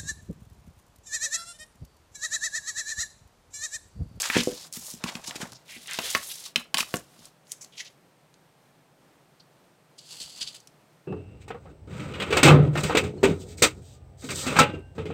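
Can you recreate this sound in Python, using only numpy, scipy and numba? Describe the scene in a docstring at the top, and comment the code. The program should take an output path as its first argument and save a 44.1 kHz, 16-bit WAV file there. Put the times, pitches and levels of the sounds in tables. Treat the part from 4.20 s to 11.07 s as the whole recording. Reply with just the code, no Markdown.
"""A hand shifts stiff paper over a cutting mat on a desk: fibres rub (moving noise bands), edges scuff (noise swells),
creases tick (filtered snaps), and hard clacks and soft thuds ring the modes of a plastic ruler and the desk top.
From 1.45 s the ruler is moved over the mat and dropped on the sheet; from 3.25 s a nail plucks at the corner.
Near silence follows, then from 5.75 s the corner curls up. Throughout, a small quiet room gives
short echoes of the hits, low-weighted noise heard as a hum, and a faint electronic whine made of steady sines."""
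import sys
import numpy as np
from scipy import signal
from scipy.fft import rfft, irfft
from scipy.io import wavfile
from scipy.ndimage import uniform_filter1d
from numba import njit

SR = 44100
rng = np.random.default_rng(int(sys.argv[2]) if len(sys.argv) > 2 else 0)


def store_pcm(level_fs):
    """Save levels as 16-bit WAV."""
    pcm = np.round(np.clip(level_fs, -1, 1) * 32767).astype(np.int16)
    wavfile.write(sys.argv[1], SR, np.atleast_2d(pcm).T)


N = 302967  # length in samples


def undb(db):
    """Gain of a level in dB."""
    return 10 ** (np.asarray(db) / 20)


def unit(x):
    """Scale to rms 1."""
    return x / np.sqrt(np.mean(x ** 2))


def add(out, s, x):
    """Mix x into out from time s in seconds."""
    i = max(int(s * SR), 0)
    out[i:i + len(x)] += x[:N - i]


@njit
def svf(x, hz, damp):
    """State-variable band-pass whose centre may move; width = damp * centre."""
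    y, b, l = np.empty(len(x)), 0., 0.
    for i in range(len(x)):
        g = np.tan(np.pi * hz[i] / SR)
        v = (b + g * (x[i] - l)) / (1 + g * (g + damp))
        b, l, y[i] = 2 * v - b, l + 2 * g * v, damp * v
    return y


def band(x, hz, damp):
    """Steep band-pass: the same resonance twice."""
    hz = np.minimum(hz * np.ones(len(x)), .4 * SR)
    return svf(svf(x, hz, 1. * damp), hz, 1. * damp)


def walk(rate):
    """Random curve gliding between levels drawn rate times a second; spread about 1.4."""
    k = int(SR / rate)
    return 1.66 * uniform_filter1d(np.repeat(rng.standard_normal(N // k + 1), k), k)[:N]


def fibres(grain_db, patchy_db):
    """Fibres catching and letting go: dense uneven clicks in patches."""
    size = np.minimum(rng.exponential(size=N), 5.0)
    return unit(rng.standard_normal(N) * undb(grain_db * size + patchy_db * walk(150)))


def ring(modes, hz, octaves, push, chance):
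    """Modes driven by a force; those near hz take most, chance shifts gain and pitch of each. Peak 1."""
    t = np.arange(int(.3 * SR)) / SR
    f, db, t60 = np.transpose(modes)[:, :, None]
    gain = undb(db - 12.0 * (np.log2(f / hz) / octaves) ** 2 + 2 * chance[:, :1])
    pitch = f * (1 + .015 * chance[:, 1:])
    body = np.sum(gain * np.sin(2 * np.pi * pitch * t) * 1000 ** (-t / t60), axis=0)
    y = signal.fftconvolve(body, push)
    return y / np.abs(y).max()


# What else the rubbing gives off, against its own level. Each row: start in seconds,
# fine-fibre hiss in dB (before the pitch slope), sheet flutter in dB.
RUB_SHARES = [(0, -10, -10), (.51, -2, -11.5), (.8, -15, 3.5), (1.451, -3, -14), (2.0, -3.5, -14),
              (2.5, -3, -3.5), (3.199, 3.5, -1), (5.7, -16, -11.5)]
HISS_DB_PER_OCTAVE = 5  # brighter rubbing hisses more
SHAKE_FLUTTER_DB, SHAKE_HISS_DB = -20, -27  # rattle after a clack, against its table level


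def rubbing():
    """Sliding contact: a broad moving resonance, hiss and sheet flutter; clacks shake the sheet too."""
    db, hz, touching = rub_curve()
    start, *shares = np.transpose(RUB_SHARES)
    hiss_db, flutter_db = np.array(shares)[:, np.searchsorted(start[1:], np.arange(N) / SR)]
    hiss_db = hiss_db + HISS_DB_PER_OCTAVE * np.log2(hz / 4000)
    slide = unit(band(fibres(3.96, 1.1), hz, 2.3))
    # the edge sings a little: a narrow band with an unsteady pitch
    slide += undb(-11.5) * unit(band(fibres(2.5, 3.1), hz * (1 + 0.037 * walk(25)), 0.084))
    hiss = unit(band(fibres(4, 2), 8600, 1.6))
    flutter = unit(band(fibres(1.5, 3.3), 780, 1.52))
    rub = slide + undb(hiss_db) * hiss + undb(flutter_db) * flutter
    rattle = unit(band(fibres(1.06, 6.3), 1200, 0.91))
    shaken = shaking(CLACKS) * (undb(SHAKE_HISS_DB) * hiss + undb(SHAKE_FLUTTER_DB) * rattle)
    return touching * undb(db) * rub + shaken


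# Steady rubbing of paper and skin, one curve for each stretch of handling.
# Each row: time in seconds, level in dB (before the rubbed thing resonates), centre pitch in Hz.
RUBS = [
    [(0.0, -27, 4960), (0.036, -41.5, 4630), (0.16, -29.5, 2600), (0.26, -39.5, 4580), (0.476, -51, 5040),
     (0.512, -74, 6800), (0.54, -41, 6600), (0.584, -47.5, 5830), (0.702, -42, 7250), (0.794, -57, 3930),
     (0.88, -42, 3140), (1.03, -55.5, 4430), (1.238, -47.5, 4900), (1.45, -71.5, 4050)],
    [(1.45, -64, 2830), (1.506, -43.5, 2700), (1.6, -51.5, 4180), (1.808, -41.5, 2780), (1.852, -30, 3300),
     (1.94, -35.5, 3400), (2.0, -44.5, 4030), (2.05, -42.5, 6540), (2.278, -45.5, 4770), (2.32, -60, 3960),
     (2.348, -85, 3000), (2.534, -93, 3100), (2.56, -75, 3400), (2.714, -48.5, 5300), (2.864, -66.5, 5350),
     (3.068, -54, 4390), (3.15, -84, 3520)],
    [(3.25, -80.5, 6600), (3.326, -53.5, 6300), (3.345, -68, 6400), (3.398, -78, 6260), (3.418, -55, 6350),
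     (3.5, -79, 4480), (3.6, -58.5, 3890), (3.75, -82, 4060)],
    [(5.75, -84, 5200), (5.8, -61.5, 4800), (5.944, -49.5, 4620), (6.128, -52, 4740), (6.22, -48, 4250),
     (6.348, -56.5, 4300), (6.5, -81, 5940)],
]


def rub_curve():
    """Level, pitch and contact (0-1) of the rubbing at every sample."""
    t = np.arange(N) / SR
    s, db, hz = np.transpose(np.concatenate(RUBS))
    inside = sum((t > r[0][0]) & (t < r[-1][0] + 1e-3) for r in RUBS).clip(0, 1)
    touching = uniform_filter1d(inside * 1., size=400)
    return np.interp(t, s, db), np.interp(t, s, hz), touching


# What the rubbed thing resonates with, one list for each stretch of RUBS: sheet under the palm,
# ruler on the mat, nail under the corner, corner curling up.
# Each row: pitch in Hz, filter width in Hz, level in dB.
HOLLOWS = [
    [(2580, 2600, -38), (3960, 120, -2.5), (5400, 1230, -15), (7100, 750, 3.5)],
    [(2000, 770, -16.5), (2620, 130, -1.5), (3570, 2400, -9), (5750, 620, 0.5), (9510, 750, -14)],
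    [(2250, 1200, 3), (3400, 960, 3), (6370, 3500, 0.5), (10300, 600, 5)],
    [(3090, 1400, -0.5), (4550, 750, 10), (6500, 1500, -8), (7720, 690, 7.5), (9360, 1500, -3)],
]


def hollow(x):
    """Rubbing rings the thing being rubbed, which changes from one move to the next."""
    out = x.copy()
    for rows, peaks in zip(RUBS, HOLLOWS):
        a, b = int(rows[0][0] * SR), int(rows[-1][0] * SR)
        out[a:b] = 0.67 * x[a:b]
        for k, (hz, width, db) in enumerate(peaks):
            out[a:b] += (-1) ** k * undb(db) * band(x[a:b], hz, width / hz)  # alternating sign
    return out


# Short scuffs as an edge slips. Each row: start in seconds, level in dB (before the rubbed thing resonates),
# pitch in Hz, filter width as a multiple of the pitch, rise in seconds, hold in seconds.
SCUFFS = [(0.026, -28, 2380, 3.1, 0.0059, 0.045), (0.097, -21.5, 1980, 1.1, 0.062, 0.011),
          (0.159, -24.5, 2880, 1.1, 0.012, 0.039), (0.327, -45, 4360, 0.48, .005, .11),
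          (0.533, -56, 7000, 1.5, .002, .015), (0.552, -36.5, 6900, 7, .005, 0.021),
          (0.862, -33, 2730, 1.6, 0.0084, 0.025), (1.029, -42, 2000, 2.5, 0.012, 0.0079),
          (1.036, -34, 4740, 1.46, 0.037, 0.023), (1.056, -43, 796, 1.1, 0.022, 0.048),
          (1.149, -31.5, 2860, 2.7, 0.0062, 0.0063), (1.188, -33, 1590, 4.7, 0.026, 0.015),
          (1.203, -38.5, 1220, 1.1, 0.0075, 0.028), (1.346, -46.5, 5100, 0.53, .003, 0.019),
          (1.483, -45.5, 2380, 0.34, 0.0096, 0.079), (1.675, -36.5, 2210, 0.97, 0.0058, 0.064),
          (1.732, -34.5, 3500, 2.4, 0.018, 0.028), (1.82, -50.5, 470, 0.42, .008, 0.069),
          (2.038, -39, 10500, 0.64, 0.037, 0.052), (2.086, -39, 3770, 1.1, .014, 0.024),
          (2.25, -33, 5000, 1.5, 0.0047, .008), (2.258, -45, 1150, .5, 0.0037, .008),
          (2.576, -27, 4270, 3.1, .003, 0.03), (2.76, -47, 6200, 0.66, .009, .003),
          (3.304, -47, 6250, 0.44, 0.013, .004), (3.408, -45, 6630, 0.59, .004, 0.017),
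          (3.521, -56.5, 3460, 0.48, 0.0029, 0.033), (3.558, -34.5, 4100, 0.8, 0.039, 0.012),
          (3.598, -37.5, 1950, 0.29, 0.0066, 0.0015), (3.634, -46, 4200, 0.57, 0.024, 0.019),
          (5.193, -53.5, 4400, .3, 0.0074, 0.0077), (5.777, -49.5, 5300, 1.1, 0.0045, 0.011),
          (5.888, -44.5, 4800, 1.9, 0.021, 0.02), (5.906, -56, 1000, 1.6, 0.009, 0.035),
          (5.999, -39, 4640, 2, 0.0024, 0.034), (6.188, -34.5, 3880, 1.4, 0.032, 0.01),
          (6.255, -39.5, 4040, 1.1, 0.021, 0.007), (6.338, -49.5, 4600, 2.6, 0.0076, 0.018)]
SCUFF_T60_S = 0.049


def scuffs():
    """Each slip swells, holds and dies: a band cut from rough fibre noise."""
    out, rough = np.zeros(N), fibres(3.5, 1.9)
    for s, db, hz, width, rise, hold in SCUFFS:
        t = np.arange(int((rise + hold + SCUFF_T60_S) * SR)) / SR
        x = rough[int(s * SR):][:len(t)]
        swell = np.minimum(t / rise, 1) ** 2.1
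        decay = 1000 ** (-np.maximum(t - rise - hold, 0) / SCUFF_T60_S)
        add(out, s, undb(db) * swell * decay * unit(band(x, hz, width)))
    return out


# Creases that snap over. Each row: time in seconds, peak in dB at the source.
TICKS = [(0.0104, -32), (0.0155, -22), (0.0194, -12.5), (0.2346, -20), (0.274, -25.5), (0.5264, -23),
         (0.5372, -23), (0.738, -28.5), (1.041, -34), (1.3205, -30), (1.333, -30.5), (1.6732, -26.5),
         (1.711, -20), (1.734, -18), (1.8372, -29), (1.8502, -35), (1.9046, -16), (2.2059, -34),
         (2.628, -21), (2.7582, -20), (2.7682, -20.5), (2.992, -41), (3.055, -30.5), (3.27, -43),
         (3.3188, -15.5), (3.4464, -29.5), (4.1414, -44), (6.2277, -35), (6.4033, -36.5), (6.4732, -35)]
TICK_HZ, TICK_HZ_PER_DB = 8500, 83.5  # pitch at 0 dB; harder snaps are brighter
# small random snaps while rubbing: rate, mean peak against the rubbing level, spread of the peak
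CREASES_PER_S, CREASE_DB, CREASE_SCATTER_DB = 60, 6, 4.5


def ticks():
    """A crease buckles: a very short noise snap, band-passed, with a crumbly tail."""
    out, t = np.zeros(N), np.arange(600) / SR
    rub_db, _, touching = rub_curve()
    at = np.flatnonzero((rng.random(N) < CREASES_PER_S / SR) & (touching > .5))
    small_db = rub_db[at] + CREASE_DB + CREASE_SCATTER_DB * rng.standard_normal(N)[at]
    for s, db in [*TICKS, *zip(at / SR, small_db)]:
        snap = np.exp(-t / .0003)
        crumble = 0.3 * np.exp(-t / 0.0043)
        x = rng.standard_normal(600) * (snap + crumble)
        x = band(x, max(TICK_HZ + TICK_HZ_PER_DB * db, 3000), 1.0)
        x = x + 0.1193 * np.diff(x, prepend=0) + 0.091 * x  # slight treble lift
        add(out, s, undb(db) * x / np.abs(x).max())
    return out


# Ruler and knuckles striking the mat. Each row: time in seconds, peak of the slap in dB at the source,
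# pitch most excited in Hz, spread (octaves for the ruler modes, multiple of the pitch for the slap filter).
CLACKS = [(.100, -13, 1730, 0.52), (.839, -16.5, 2820, 3), (0.953, -21.5, 3270, 1.1),
          (1.109, -25.5, 1590, 3), (1.659, -38, 2530, 1.1), (1.788, -14, 1860, 1.9),
          (1.9495, -7, 1640, 2.04), (2.359, -6, 2550, 1.5), (2.5435, -7.5, 3000, 2.15),
          (2.5712, -14.5, 3050, 0.7), (2.5834, -12, 4420, 2.5), (2.6054, -11, 2810, 1.05),
          (2.7402, -14, 1030, 2.96)]
# Modes of the plastic ruler. Each row: pitch in Hz, relative level in dB, decay time T60 in seconds.
RULER = [(700, -3, .05), (1110, 1, .045), (1450, -4, .025), (1750, -5, .02), (2200, -3, .015),
         (2550, -3, .012), (2860, 0, .012), (3050, -2, .015), (3450, -2, .012), (4020, -4, .01),
         (4650, -6, .008), (5400, -7, .006), (7450, -8, .006)]
CHATTER_S = 0.0043  # decay constant


def clacks():
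    """Hard plastic on the mat: a sharp blow, then chattering contact; both ring the well damped ruler."""
    out, t = np.zeros(N), np.arange(3000) / SR
    noises = rng.standard_normal((len(CLACKS), 3000 + 2 * len(RULER)))
    for (s, db, hz, spread), noise in zip(CLACKS, noises):
        rough, chance = noise[:3000], noise[3000:].reshape(-1, 2)
        blow = np.exp(-t / .0011)
        push = rough * (blow + undb(-1.0) * np.exp(-t / CHATTER_S))
        # mat and paper answer over a broad band
        broad = spread * undb(-21) * np.diff(rough * blow, prepend=0)
        slap = band(push, hz, spread) + broad
        add(out, s, undb(db) * slap / np.abs(slap).max())
        add(out, s, undb(db - 6.5) * ring(RULER, hz, spread, push, chance))
    return out


# Palm, sheet and ruler landing on the desk top. Each row: time in seconds, peak in dB at the source,
# pitch most excited in Hz, spread in octaves.
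THUDS = [(0.156, -18.5, 242, 0.54), (0.166, -5, 308, 0.8), (.19, -15.5, 236, .45), (0.273, -10.5, 428, .45),
         (0.326, -29, 302, .8), (0.572, -31, 177, 0.88), (0.739, -30.5, 175, 1), (0.841, -17.5, 198, 0.87),
         (0.954, -26.5, 184, 0.87), (1.083, -31.5, 175, 1.3), (1.158, -30, 310, 0.63),
         (1.203, -29.5, 398, 1.2), (1.23, -23.5, 172, 0.92), (1.321, -39, 128, 0.48),
         (1.565, -39, 264, 0.31), (1.788, -22.5, 302, 1.6), (1.950, -24, 200, 1.6), (2.365, -30, 220, .45),
         (2.378, -32, 200, .4), (2.548, -31, 215, 0.37), (2.605, -33.5, 225, 0.64), (2.741, -13, 317, 2.1),
         (2.991, -41.5, 176, 1.2), (6.008, -41.5, 250, 1.3), (6.215, -42, 254, 1.2)]
# Modes of the desk top. Each row: pitch in Hz, relative level in dB, decay time T60 in seconds.
DESK = [(80.5, -7.5, 0.19), (125.2, -3, 0.23), (192.6, 13.5, 0.047), (233.8, 1.5, 0.15), (311, 11, 0.042),
        (389.4, 10, 0.035), (495.5, 5.5, 0.12), (570, -1, 0.097), (703, 9, .1), (850, -10.5, 0.058)]
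PUSH_S = 0.00077  # length of the half-sine


def thuds():
    """Soft blows: a half-sine push, then uneven settling, ring the desk top."""
    out, t = np.zeros(N), np.arange(2000) / SR
    noises = rng.standard_normal((len(THUDS), 2000 + 2 * len(DESK)))
    for (s, db, hz, octaves), noise in zip(THUDS, noises):
        rough, chance = noise[:2000], .5 * noise[2000:].reshape(-1, 2)
        settling = 0.17 * rough * np.exp(-t / .012)
        force = np.sin(np.pi * np.minimum(t / PUSH_S, 1)) + settling
        add(out, s, undb(db) * ring(DESK, hz, octaves, force, chance))
    return out


SHAKE_T60_S = 0.17


def shaking(blows):
    """Decaying envelope of the shaking that each blow leaves behind."""
    out, t = np.zeros(N), np.arange(int(.3 * SR)) / SR
    for s, db, *_ in blows:
        add(out, s, undb(db) * 1000 ** (-t / SHAKE_T60_S))
    return out


RUMBLE_HZ = 62
RUMBLE_DB, SLIDE_RUMBLE_DB = -47.5, -31  # against the compressed thud envelope, against the rubbing


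def rumble():
    """Handling shakes the desk: a low noise band that follows the thuds and the rubbing."""
    db, _, touching = rub_curve()
    from_thuds = undb(RUMBLE_DB) * shaking(THUDS) ** 0.46  # exponent compresses and lengthens
    shake = from_thuds + touching * undb(db + SLIDE_RUMBLE_DB)
    return shake * unit(band(rng.standard_normal(N), RUMBLE_HZ, 1.36))


ROOM_T60_S, ROOM_DB, ROOM_HZ = 0.21, -15, 4940  # decay, echo level, low-pass corner


def room(x):
    """Dense reflections swelling over a few ms, duller than the direct sound."""
    t = np.arange(int(.5 * SR)) / SR
    tail = rng.standard_normal(len(t)) * 1000 ** (-t / ROOM_T60_S) * np.minimum(t / 0.0055, 1)
    tail = signal.lfilter(*signal.butter(1, ROOM_HZ, fs=SR), tail)
    return signal.fftconvolve(x, tail / np.sqrt(np.sum(tail ** 2)))[:N]


# Colour of the room noise. Each row: pitch in Hz, relative spectral level in dB.
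AIR = [(11, -52.5), (18, -18.5), (33, -18), (60, -18.5), (92, -11), (149, 4), (216, -5), (381, -5.5),
       (416, -6), (638, -5.5), (848, -9), (4700, -22.5), (8560, -26.5), (15100, -30.5), (16500, -43.5)]
AIR_DB = -60.5  # mean level of the whole noise
# Electronic whine. Each row: pitch in Hz, rms level in dB.
WHINE = [(4161, -89), (8280, -86), (8339, -89)]


def air():
    """Slightly wavering room noise, weighted to the lows as a hum, and thin steady sine whines."""
    f = np.maximum(np.fft.rfftfreq(N, 1 / SR), 1)
    hz, db = np.transpose(AIR)
    colour = undb(np.interp(np.log(f), np.log(hz), db))
    noise = unit(irfft(rfft(rng.standard_normal(N)) * colour, N))
    t = np.arange(N) / SR
    whine = sum(np.sqrt(2) * undb(d) * np.sin(2 * np.pi * h * t) for h, d in WHINE)
    return noise * undb(AIR_DB + 0.4 * walk(10)) + whine


def scene():
    """The desk close by, the echo of its hits in the room and the room's own noise."""
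    hits = hollow(scuffs()) + ticks() + clacks() + thuds()
    desk = hollow(rubbing()) + hits + undb(ROOM_DB) * room(hits)
    # small things radiate little bass
    high_pass = signal.butter(2, 150, "high", fs=SR, output="sos")
    desk = 0.015 * desk + signal.sosfilt(high_pass, desk)
    return (desk + rumble() + air())[None]


TOP_HZ = 15900


def record(dry):
    """Steep elliptic low-pass: nothing is heard above about 16 kHz."""
    return signal.sosfilt(signal.ellip(10, .2, 60, TOP_HZ, fs=SR, output="sos"), dry)


dry = scene()
out = record(dry)
store_pcm(out)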